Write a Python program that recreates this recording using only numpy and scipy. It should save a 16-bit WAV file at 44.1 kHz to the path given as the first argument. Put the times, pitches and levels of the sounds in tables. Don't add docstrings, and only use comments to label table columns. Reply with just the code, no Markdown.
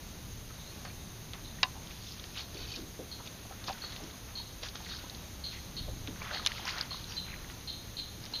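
import sys
import numpy as np
from scipy import signal
from scipy.fft import rfft, irfft
from scipy.io import wavfile
from scipy.ndimage import uniform_filter1d

SR = 44100
rng = np.random.default_rng(int(sys.argv[2]) if len(sys.argv) > 2 else 0)


def convert_level_to_amplitude(level_db):
    exponent = np.asarray(level_db, float) / 20
    return 10 ** exponent


def persist_wave(psi):
    counts = np.round(np.clip(psi, -1, 1) * 32767).astype(np.int16)
    wavfile.write(sys.argv[1], SR, np.atleast_2d(counts).T)


N = 370440


def evened(x):
    return x / np.sqrt(np.mean(x ** 2) + 1e-20)


def peaked(x, db):
    return convert_level_to_amplitude(db) * x / np.max(abs(x))


def add(mix, s, sound):
    part = mix[round(s * SR):][:len(sound)]
    part += sound[:len(part)]


def colour(x, points):
    f, db = np.transpose(points)
    hz = np.fft.rfftfreq(len(x), 1 / SR)
    gain_db = np.interp(np.log(hz + 1), np.log(f + 1), db, left=-90, right=-90)
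    return irfft(rfft(x) * convert_level_to_amplitude(gain_db), len(x))


def resonate(x, hz, width):
    turn = np.exp(2j * np.pi * np.cumsum(hz * np.ones(len(x))) / SR)
    r = np.exp(-np.pi * width / SR)
    smooth = signal.lfilter([(1 - r) ** 2], [1, -2 * r, r * r], x * turn.conj())
    return 2 * (turn * smooth).real


def flicker(per_s, depth_db):
    steps = rng.standard_normal(4000)
    return convert_level_to_amplitude(depth_db * np.interp(np.arange(N) * per_s / SR, np.arange(4000), steps))


def swell(s, length):
    t = np.arange(0, N + 64, 32) / SR - s
    share = np.where(t < 0, 0.4, 0.6)
    return -8 * (t / (share * length)) ** 2


def spread(coarse):
    return np.interp(np.arange(N), 32 * np.arange(len(coarse)), coarse)


def patchy(x, depth_db):
    z = signal.stft(x, SR, nperseg=256)[2]
    spots = uniform_filter1d(rng.standard_normal(z.shape[::-1]), size=3, axis=0)
    spots = uniform_filter1d(spots, size=4, axis=1)
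    return signal.istft(z * convert_level_to_amplitude(depth_db * evened(spots).T), SR, nperseg=256)[1][:N]


def glides(rows, width, blend):
    out = np.zeros(N)
    for s, length, from_hz, to_hz, db in rows:
        hz = np.geomspace(from_hz, to_hz, round(length * SR))
        air = resonate(rng.standard_normal(SR // 4)[:len(hz)], hz, width(hz.mean()))
        arch = signal.windows.tukey(len(hz), min(blend, 1))
        add(out, s, convert_level_to_amplitude(db) * evened(air) * arch)
    return out


# frequency in Hz, level in dB per Hz.
MARSH_HUSH = [(88, -37), (150, -1.5), (325, -9.5), (1010, -15), (1400, -17), (3080, -18), (3880, -15),
              (5470, -20.5), (6340, -15.5), (6660, -22), (7600, -30.5), (9880, -70), (16700, -120)]
# centre in Hz, width in Hz, level in dB.
INSECT_BANDS = [(6393, 550, -58.5), (3800, 1300, -74)]


def marsh():
    hush = colour(rng.standard_normal(N) * flicker(9, 0.81), MARSH_HUSH)
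    out = convert_level_to_amplitude(-50) * evened(hush)
    for hz, width, db in INSECT_BANDS:
        out += convert_level_to_amplitude(db) * evened(resonate(rng.standard_normal(N) * flicker(60, 1.4), hz, width))
    return out


# frequency in Hz, level in dB per Hz.
HULL_RUMBLE = [(24, -44), (40, -9.5), (68, 1.5), (88, -5.5), (107, 1), (135, -8.5), (170, -10),
               (220, -12.5), (320, -18), (420, -23.5)]
# peak in seconds, length in seconds, lift in dB.
WIND_GUSTS = [
    (0.25, 0.55, 3.5),
    (0.984, 0.16, 3),
    (1.44, 1, 2.5),
    (2.618, 0.14, 5),
    (5.91, 0.56, 7),
    (7.08, 0.93, 2.5),
    (7.75, 0.22, 1.5),
    (8.202, 0.1, 4.5),
]


def wind():
    buffet = colour(rng.standard_normal(N), [(14, -16), (24, -19), (31, -26), (38, -9), (48, -36), (62, -57)])
    rumble = colour(rng.standard_normal(N), HULL_RUMBLE)
    gust_db = spread(sum(db * convert_level_to_amplitude(swell(s, length)) for s, length, db in WIND_GUSTS))
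    return convert_level_to_amplitude(-56 + 1.5 * gust_db) * evened(buffet) + convert_level_to_amplitude(-49.5 + gust_db) * evened(rumble)


# start in seconds, length in seconds, from Hz, to Hz, level in dB.
FAR_WHISTLES = [
    (.66, .07, 4050, 4400, -56),
    (.825, .12, 4750, 4050, -59),
    (7.08, .06, 5680, 5580, -52),
    (7.105, .08, 4900, 4450, -50),
]


def whistles():
    return glides(FAR_WHISTLES, lambda hz: 90, 0.58)


# start in seconds, peak in dB, pitch in Hz, 60 dB
# decay in seconds.
DRIPS_AND_LAPS = [(0.499, -43.5, 1280, 0.099), (0.848, -39, 691, 0.15), (1.585, -41.5, 1850, 0.05),
                  (2.991, -31, 418, 0.17), (3.19, -62, 301, 0.06), (3.256, -53, 423, 0.049),
                  (3.452, -42, 750, 0.06), (3.506, -38.5, 767, 0.089), (3.682, -28, 1040, 0.038),
                  (3.696, -26.5, 771, 0.082), (3.839, -33.5, 1180, 0.038), (4.14, -44, 1100, 0.048),
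                  (4.398, -42.5, 920, 0.06), (4.63, -39, 637, 0.049), (4.657, -37, 1660, 0.095),
                  (4.754, -30.5, 1500, 0.014), (4.803, -39.5, 860, 0.081), (4.89, -42, 1930, 0.06),
                  (5.037, -41.5, 305, 0.051), (6.078, -34, 286, 0.21), (6.16, -58, 323, 0.044),
                  (6.218, -35, 1014, 0.03), (6.311, -32, 1490, 0.054), (6.395, -30.5, 1233, 0.04),
                  (6.594, -37, 855, 0.074), (6.652, -41, 1780, 0.069), (6.775, -31.5, 1860, 0.042),
                  (6.943, -36, 1050, 0.048), (7.499, -39, 1950, 0.039),
                  (2.546, -38.5, 400, 0.19),
    (2.771, -37.5, 294, 0.37),
    (4, -43, 600, 0.095),
    (4.02, -39, 330, 0.25),
    (5.88, -35, 500, 0.084),
    (6.309, -38.5, 586, 0.54),
    (1.751, -44, 850, 0.31),
    (3.2, -38.5, 960, 0.073),
]
# start in seconds, peak in dB, pitch in Hz.
LINE_DROPLETS = [(.897, -42, 2350), (3.521, -40, 1290), (3.683, -35, 1660), (3.748, -41, 1470),
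                 (4.0, -43, 616), (4.839, -46, 880), (4.861, -39.5, 1880), (4.911, -40, 1390),
                 (4.935, -39, 1570), (4.985, -43, 1410), (5.039, -43, 940), (6.158, -40, 1510),
                 (6.219, -42, 2310), (6.912, -36.5, 1096), (8.335, -41.5, 910)]


def water():
    out, t = np.zeros(N), np.arange(6000) / SR
    droplets = [(*row, 0.07) for row in LINE_DROPLETS]
    for s, db, hz, t60 in DRIPS_AND_LAPS + droplets:
        fade = convert_level_to_amplitude(-60 * t / t60) * np.minimum(t / 0.00143, 1)
        bubble = np.sin(2 * np.pi * hz * (t + 0.66 * t ** 2))
        splash = evened(resonate(rng.standard_normal(len(t)), hz, 0.65 * hz))
        add(out, s, peaked(fade * (bubble + splash), db - 0.5))
    return out


# frequency in Hz, level in dB.
DULL_CLOTH = [(350, -11), (700, 1), (1400, 5.5), (2400, 0), (3400, -0.5), (5000, -33)]
# frequency in Hz, level in dB.
BRIGHT_CLOTH = [(1600, -38), (2500, -7), (3500, -2.5), (4600, -2), (5600, -6.5), (6800, -11.5), (7600, -32)]
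# peak in seconds, length in seconds, level in dB, brightness in dB.
CLOTH_MOVES = [(1.905, 0.032, -49, -12), (2.062, 0.44, -56, -1), (2.381, 0.082, -47.5, -1.5),
               (2.59, 0.15, -50, -3.5), (2.732, 0.12, -52.5, 2), (3.19, 0.019, -51, -12),
               (3.265, 0.027, -48, -4), (3.567, 0.19, -56.5, -30), (3.686, 0.044, -48, 2),
               (3.78, 0.52, -50, -12), (3.997, 0.69, -57.5, -23), (4.293, 0.056, -54, -18),
               (4.648, 0.054, -46, 0.5), (4.761, 0.045, -47, -7), (4.94, 0.28, -52, -2),
               (5.525, 0.1, -61.5, 11.5), (6.08, 0.015, -44, -8), (6.27, 0.21, -45, -9),
               (6.346, 0.08, -39.5, -4), (6.48, 0.1, -61, -1), (6.55, 0.51, -46, -2),
               (6.686, 0.07, -42.5, 4), (6.776, 0.13, -41, -4.5), (6.953, 0.16, -52, 0.5),
               (7.114, 0.094, -49, 2), (7.36, 0.32, -53.5, -14), (7.507, 0.038, -54, -3),
               (8.0, 0.73, -64, -20), (8.249, 0.06, -53, -2), (8.336, 0.045, -53, -9)]
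# start in seconds, length in seconds, from Hz, to Hz,
# level in dB.
LINE_SWISHES = [
    (2.04, .13, 4370, 4650, -54),
    (2.35, .08, 3300, 2900, -46.5),
    (5.51, .1, 2400, 2000, -52),
    (6.65, .07, 1500, 5000, -44),
    (7.23, .15, 2900, 1700, -53),
]


def rustle():
    out = glides(LINE_SWISHES, lambda hz: hz / 1.65, 0.7)
    for bright, body, lift_db in ((0, DULL_CLOTH, -4.5), (1, BRIGHT_CLOTH, 1.5)):
        power = sum(convert_level_to_amplitude(db + bright * tilt_db + swell(s, length)) ** 2
                    for s, length, db, tilt_db in CLOTH_MOVES)
        slips = rng.standard_normal(N) * flicker(800, 3.4) * flicker(30, 1.14)
        out += convert_level_to_amplitude(lift_db) * spread(np.sqrt(power)) * evened(colour(slips, body))
    return convert_level_to_amplitude(0.75) * patchy(out, 2.66)


# peak time in seconds, peak in dB, pitch in Hz,
# length in cycles.
REEL_LINE_CRACKLES = [(2.198, -36, 3800, 5), (2.241, -38, 4700, 6), (2.242, -44, 1800, 4),
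                      (2.348, -43, 3150, 5), (2.357, -38, 2550, 4.5), (2.377, -32, 2900, 4.3),
                      (2.572, -41, 2570, 6), (2.688, -38, 4400, 6), (3.928, -36, 4200, 2.5),
                      (3.963, -33, 2900, 2.5), (4.686, -33, 4500, 4), (4.758, -35, 5700, 5)]
# peak time in seconds, peak in dB, pitch in Hz,
# length in cycles.
ROD_LINE_CRACKLES = [(6.0752, -35.5, 2320, 4), (6.0795, -36, 3560, 6.6), (6.0965, -40, 3400, 3.6),
                     (6.219, -34.5, 2310, 7), (6.25, -41, 2050, 6), (6.271, -42, 2300, 6),
                     (6.281, -38, 3500, 4), (6.313, -37, 3500, 5), (6.348, -24, 4250, 4),
                     (6.35, -34, 2800, 4.6), (6.373, -29.5, 1760, 3), (6.381, -28, 4200, 5),
                     (6.397, -31, 4100, 4), (6.519, -33, 3380, 3.6), (6.5195, -32, 1900, 4),
                     (6.582, -33.5, 2190, 3), (6.656, -36.5, 950, 4.4), (6.672, -31, 2580, 5),
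                     (6.678, -36, 1440, 6.7), (6.681, -30, 4800, 5), (6.688, -29, 1960, 6),
                     (6.693, -28, 2600, 5), (6.6935, -20, 4130, 1.3), (6.699, -35, 4300, 5),
                     (6.709, -28, 4700, 6), (6.724, -35, 4500, 4), (6.761, -38, 1400, 6),
                     (6.7775, -35, 1200, 1.3), (6.8116, -18, 4500, 4.4), (6.818, -35, 4600, 4),
                     (6.827, -34, 4700, 5), (8.2545, -31, 4890, 3), (8.241, -38, 4700, 4),
                     (8.327, -37, 5400, 3), (8.341, -35, 3000, 6), (6.359, -37, 750, 5),
                     (6.345, -33, 1900, 4), (6.74, -40, 1300, 6), (6.575, -33, 4200, 4),
                     (7.107, -35, 4300, 1.5), (7.11, -35, 4800, 6), (7.123, -35.5, 3000, 8),
                     (7.32, -39, 2520, 5.5), (7.341, -39, 1800, 6), (7.345, -40, 2400, 5),
                     (7.363, -41, 2300, 5), (7.446, -39, 1900, 3), (7.5, -34, 2900, 2.5)]


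def crackles():
    out = np.zeros(N)
    for s, db, hz, cycles in REEL_LINE_CRACKLES + ROD_LINE_CRACKLES:
        length = cycles / hz
        u = np.arange(-1.5 * length, 1.5 * length, 1 / SR) * hz / cycles
        bell = np.exp(-3.2 * u ** 2)
        tone = np.sin(2 * np.pi * cycles * (u + 0.19 * u ** 2 / 2))
        add(out, s + u[0] * length, convert_level_to_amplitude(db) * bell * tone)
    return out


# peak in seconds, length in seconds, level in dB.
SPOOL_RATTLES = [
    (2.617, 0.11, -48),
    (2.737, 0.086, -45),
    (6.7, 0.05, -50),
]
# frequency in Hz, width in Hz, level in dB.
SPOOL_MODES = [(2500, 150, -3), (3060, 150, 0), (3900, 280, 0), (4500, 130, 3)]


def spool():
    taps = (rng.random(N) < 640 / SR) * rng.standard_normal(N)
    out = sum(convert_level_to_amplitude(db) * evened(resonate(taps * flicker(50, 6.3), hz, width)) for hz, width, db in SPOOL_MODES)
    return spread(sum(convert_level_to_amplitude(db + swell(s, length)) for s, length, db in SPOOL_RATTLES)) * evened(out)


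# start in seconds, peak in dB, centre in Hz.
REEL_TICKS = [(0.85, -35, 4500), (1.3338, -28, 3300), (1.8716, -37, 3640), (1.909, -36, 2780),
              (2.122, -36, 4650), (2.197, -39, 3720), (2.24, -35, 3025), (2.5454, -35, 4220),
              (2.716, -44, 2550), (2.7602, -27.5, 4350), (3.274, -32.5, 3450), (3.641, -31, 3940),
              (3.7284, -32, 4370), (3.922, -34, 4070), (3.9634, -33, 3900), (4.037, -36.5, 5210),
              (4.111, -37.5, 3760), (4.629, -35, 3350), (4.686, -29.5, 4200), (4.756, -31, 3620),
              (5.0973, -32, 4100), (5.1475, -34, 4230)]
# start in seconds, peak in dB, centre in Hz.
ROD_KNOCKS = [(6.074, -29, 3520), (6.227, -37, 4440), (6.45, -26, 3800), (6.4628, -11, 3550),
              (6.4712, -12, 3850), (6.519, -24.5, 3330), (6.5824, -35, 3810), (6.654, -26, 5200),
              (6.691, -35, 4100), (6.783, -24.5, 4150), (6.812, -25, 4400), (6.971, -36, 4180),
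              (7.0425, -31, 3880), (7.488, -43, 3300), (7.61, -41, 4000), (8.239, -37, 4650),
              (8.261, -30.5, 3460)]
# start in seconds, peak in dB, centre in Hz, width in Hz,
# 60 dB decay in seconds.
ROD_SCUFFS = [
    (0.852, -34, 1480, 2600, 0.18),
    (1.338, -37, 1100, 2600, 0.47),
    (4.632, -30.5, 2510, 4030, 0.11),
    (6.463, -21, 2110, 1490, 0.03),
    (6.47, -23.5, 2120, 1500, 0.072),
    (6.4628, -18, 5960, 1810, 0.0066),
    (6.4712, -18.5, 5640, 1800, 0.0083),
    (6.693, -30, 3500, 4000, 0.022),
]


def tackle():
    out, t = np.zeros(N), np.arange(3500) / SR
    ticks = [(*row, 1700, 0.042) for row in REEL_TICKS]
    knocks = [(*row, 1700, 0.022) for row in ROD_KNOCKS]
    for s, db, hz, width, t60 in ticks + knocks + ROD_SCUFFS:
        fade = convert_level_to_amplitude(-60 * t / (0.1 * t60)) + convert_level_to_amplitude(-5 - 60 * t / t60)
        blow = rng.standard_normal(len(t)) * fade
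        add(out, s, peaked(resonate(blow, hz, width), db - 0.3))
    return out


# start in seconds, peak in dB.
LATCH_SNAP = [
    (1.632, -2),
]
# frequency in Hz, level in dB, 60 dB decay in seconds.
LATCH_MODES = [(759, -8, 0.1), (880, -12, 0.07), (1022, -3, 0.12), (1100, -8, 0.09), (1507, -12, 0.08),
               (1717, 1, 0.037), (1981, -7, 0.05), (2530, -11, 0.08), (2772, 1, 0.045), (3020, -5, 0.04),
               (3758, 2, 0.035), (4393, -9, 0.05), (4867, -12, 0.056), (6250, -29, 0.085)]
# frequency in Hz, level in dB.
LATCH_CRACK = [(520, -39), (800, -6), (1600, -15), (2700, -1.5), (3300, -10), (3900, 0.5), (5300, -9.5),
               (7300, -39)]


def latch():
    out, t = np.zeros(N), np.arange(6000) / SR
    s, db = LATCH_SNAP[0]
    blow = rng.standard_normal(len(t)) * (convert_level_to_amplitude(-4 - 60 * t / 0.02) + convert_level_to_amplitude(-30 - 60 * t / 0.12))
    blow[[2, 45, 91]] += 2.2, 0.5, 5.0
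    crack = colour(np.pad(blow, (0, 500)), LATCH_CRACK)[:len(t)]
    add(out, s - 0.0012, peaked(crack, db - 1.5))
    wobble = 1 + 0.55 * evened(uniform_filter1d(rng.standard_normal(len(t)), 150))
    ring = sum(convert_level_to_amplitude(d - 60 * t / t60) * np.sin(2 * np.pi * hz * t) for hz, d, t60 in LATCH_MODES)
    add(out, s + 0.00223, convert_level_to_amplitude(db - 24.5) * ring * wobble * np.minimum(t / 0.001, 1))
    return out


def reeds(chip):
    lag = np.arange(SR // 2) / SR
    near, far = rng.standard_normal((2, len(lag)))
    far = colour(far, [(2000, -17), (3500, 2), (3950, 0), (4300, -4), (8000, -20)])
    echo = near * convert_level_to_amplitude(-60 * lag / 0.22) + far * convert_level_to_amplitude(-2.5 - 60 * lag / 0.69)
    echo *= lag > 0.004
    tail = signal.fftconvolve(chip, echo / np.linalg.norm(echo))
    sway = evened(uniform_filter1d(rng.standard_normal(len(tail)), size=90))
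    return convert_level_to_amplitude(-6.5) * tail * (1.75 + 0.41 * sway)


# start in seconds, peak in dB, throat in Hz, length in seconds.
DISTANT_CHIPS = [
    (.598, -46, 3750, 0.028),
    (1.0, -48, 3660, 0.018),
    (1.449, -40.5, 3930, .015),
    (2.378, -41, 4220, 0.036),
]
# start in seconds, peak in dB, throat in Hz, length in seconds.
NEAR_CHIPS = [(3.116, -34.5, 4220, 0.021), (3.821, -33.5, 4230, 0.035), (4.355, -33, 4180, 0.038),
              (4.899, -33, 4200, 0.03), (5.44, -31.5, 4160, 0.038), (5.768, -31, 4160, 0.027),
              (6.3335, -33.5, 4190, 0.056), (6.909, -32, 4155, 0.033), (7.169, -27.5, 4030, 0.023),
              (7.676, -30, 4110, 0.035), (7.97, -30, 4100, 0.035), (8.338, -28, 4090, 0.034)]
# share of the throat frequency, width in Hz, level in dB.
THROAT_MODES = [(1.01, 320, 3.5), (0.92, 480, -5), (0.81, 560, -11)]


def bird():
    out, t = np.zeros(N), np.arange(3000) / SR
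    for s, db, hz, length in DISTANT_CHIPS + NEAR_CHIPS:
        chance = rng.standard_normal((3, len(t)))
        turns = np.cumsum(260 * (1 + 2.9 * uniform_filter1d(chance[0], 120))) / SR
        pulses = np.diff(np.floor(turns), prepend=-1) * convert_level_to_amplitude(2.2 * chance[1])
        pulses += 0.045 * chance[2]
        pulses[0] = 1.24
        done = np.minimum(t / length, 1)
        effort = convert_level_to_amplitude(-done) * np.clip((length - t) / 0.0047, 0, 1)
        pulses *= effort
        throat_hz = hz * (1 + 0.0047 * done)
        chip = np.zeros(len(t))
        for share, width, mode_db in THROAT_MODES:
            side_db = (share < 0.96) * 7 * done
            chip += convert_level_to_amplitude(mode_db + side_db) * resonate(pulses, share * throat_hz, width)
        core = effort * resonate(chance[2] + 30 * (t == 0), throat_hz, 120)
        chip = evened(chip) + convert_level_to_amplitude(-5.5) * evened(core)
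        chip = convert_level_to_amplitude(db - 10) * evened(chip) * np.sqrt(length / t[-1])
        add(out, s - 0.0012, chip)
        add(out, s - 0.0012, reeds(chip))
    return out


def scene():
    far = marsh() + wind() + whistles()
    boat = water() + rustle() + crackles() + spool() + tackle() + latch()
    mono = far + boat + bird()
    return np.array([mono, mono])


# frequency in Hz, level in dB.
TOP_HISS = [(7400, -52), (8200, -2), (9500, -2.5), (10800, 1.5), (11700, 1), (11840, -16), (11980, 0),
            (15100, -0.5), (15450, -44)]
# frequency in Hz, level in dB.
WHINE_TONES = [(11419, -84), (11569, -88), (11718.5, -84), (11958, -91), (12108, -79), (12258, -87)]


def top_band(sound):
    t = np.arange(N) / SR
    bright = colour(sound, [(5000, -40), (5600, 1.5), (7000, 2), (7600, -40)])
    burst = abs(uniform_filter1d(bright ** 2, 60)) ** 0.5
    burst *= np.exp(-((t - 6.468) / 0.012) ** 2)
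    hiss = evened(colour(rng.standard_normal(N), TOP_HISS))
    echo = colour(burst * rng.standard_normal(N),
                  [(8500, -24), (9200, 1), (11800, 2.5), (12600, -20), (15500, -18), (16000, -40)])
    whine = sum(convert_level_to_amplitude(db + 2.5) * np.sin(2 * np.pi * hz * t) for hz, db in WHINE_TONES)
    return convert_level_to_amplitude(-58.74) * hiss + whine + convert_level_to_amplitude(-2) * echo


# frequency in Hz, share dropped from 0 to 1.
DROPPED_SHARE = [(6900, 0), (7200, 0.42), (7500, 1), (7700, 0.96), (8150, 1), (8350, 0.68), (8550, 0.08),
                 (9000, 0.11), (14800, 0.12), (15300, 0.4)]


def holes(x):
    hz, t, z = signal.stft(x, SR, nperseg=1024, noverlap=512)
    draw = rng.random((len(t) // 3 + 1, len(hz) // 5 + 1))
    draw = np.repeat(np.repeat(draw, 3, 0), 5, 1)[:len(t), :len(hz)].T
    keep = draw > np.interp(hz, *np.transpose(DROPPED_SHARE), left=0)[:, None]
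    return signal.istft(z * keep, SR, nperseg=1024, noverlap=512)[1][:N]


def top_cut(x):
    return signal.sosfilt(signal.butter(12, 16150, fs=SR, output="sos"), x)


def record(dry):
    low = colour(dry[0], [(8, -32), (20, -1.5), (6900, -0.5), (7400, 1), (7800, 6), (8200, -60)])
    x = holes(low + top_band(dry[0]))
    return top_cut(np.array([x, x]))


dry = scene()
out = record(dry)
persist_wave(out)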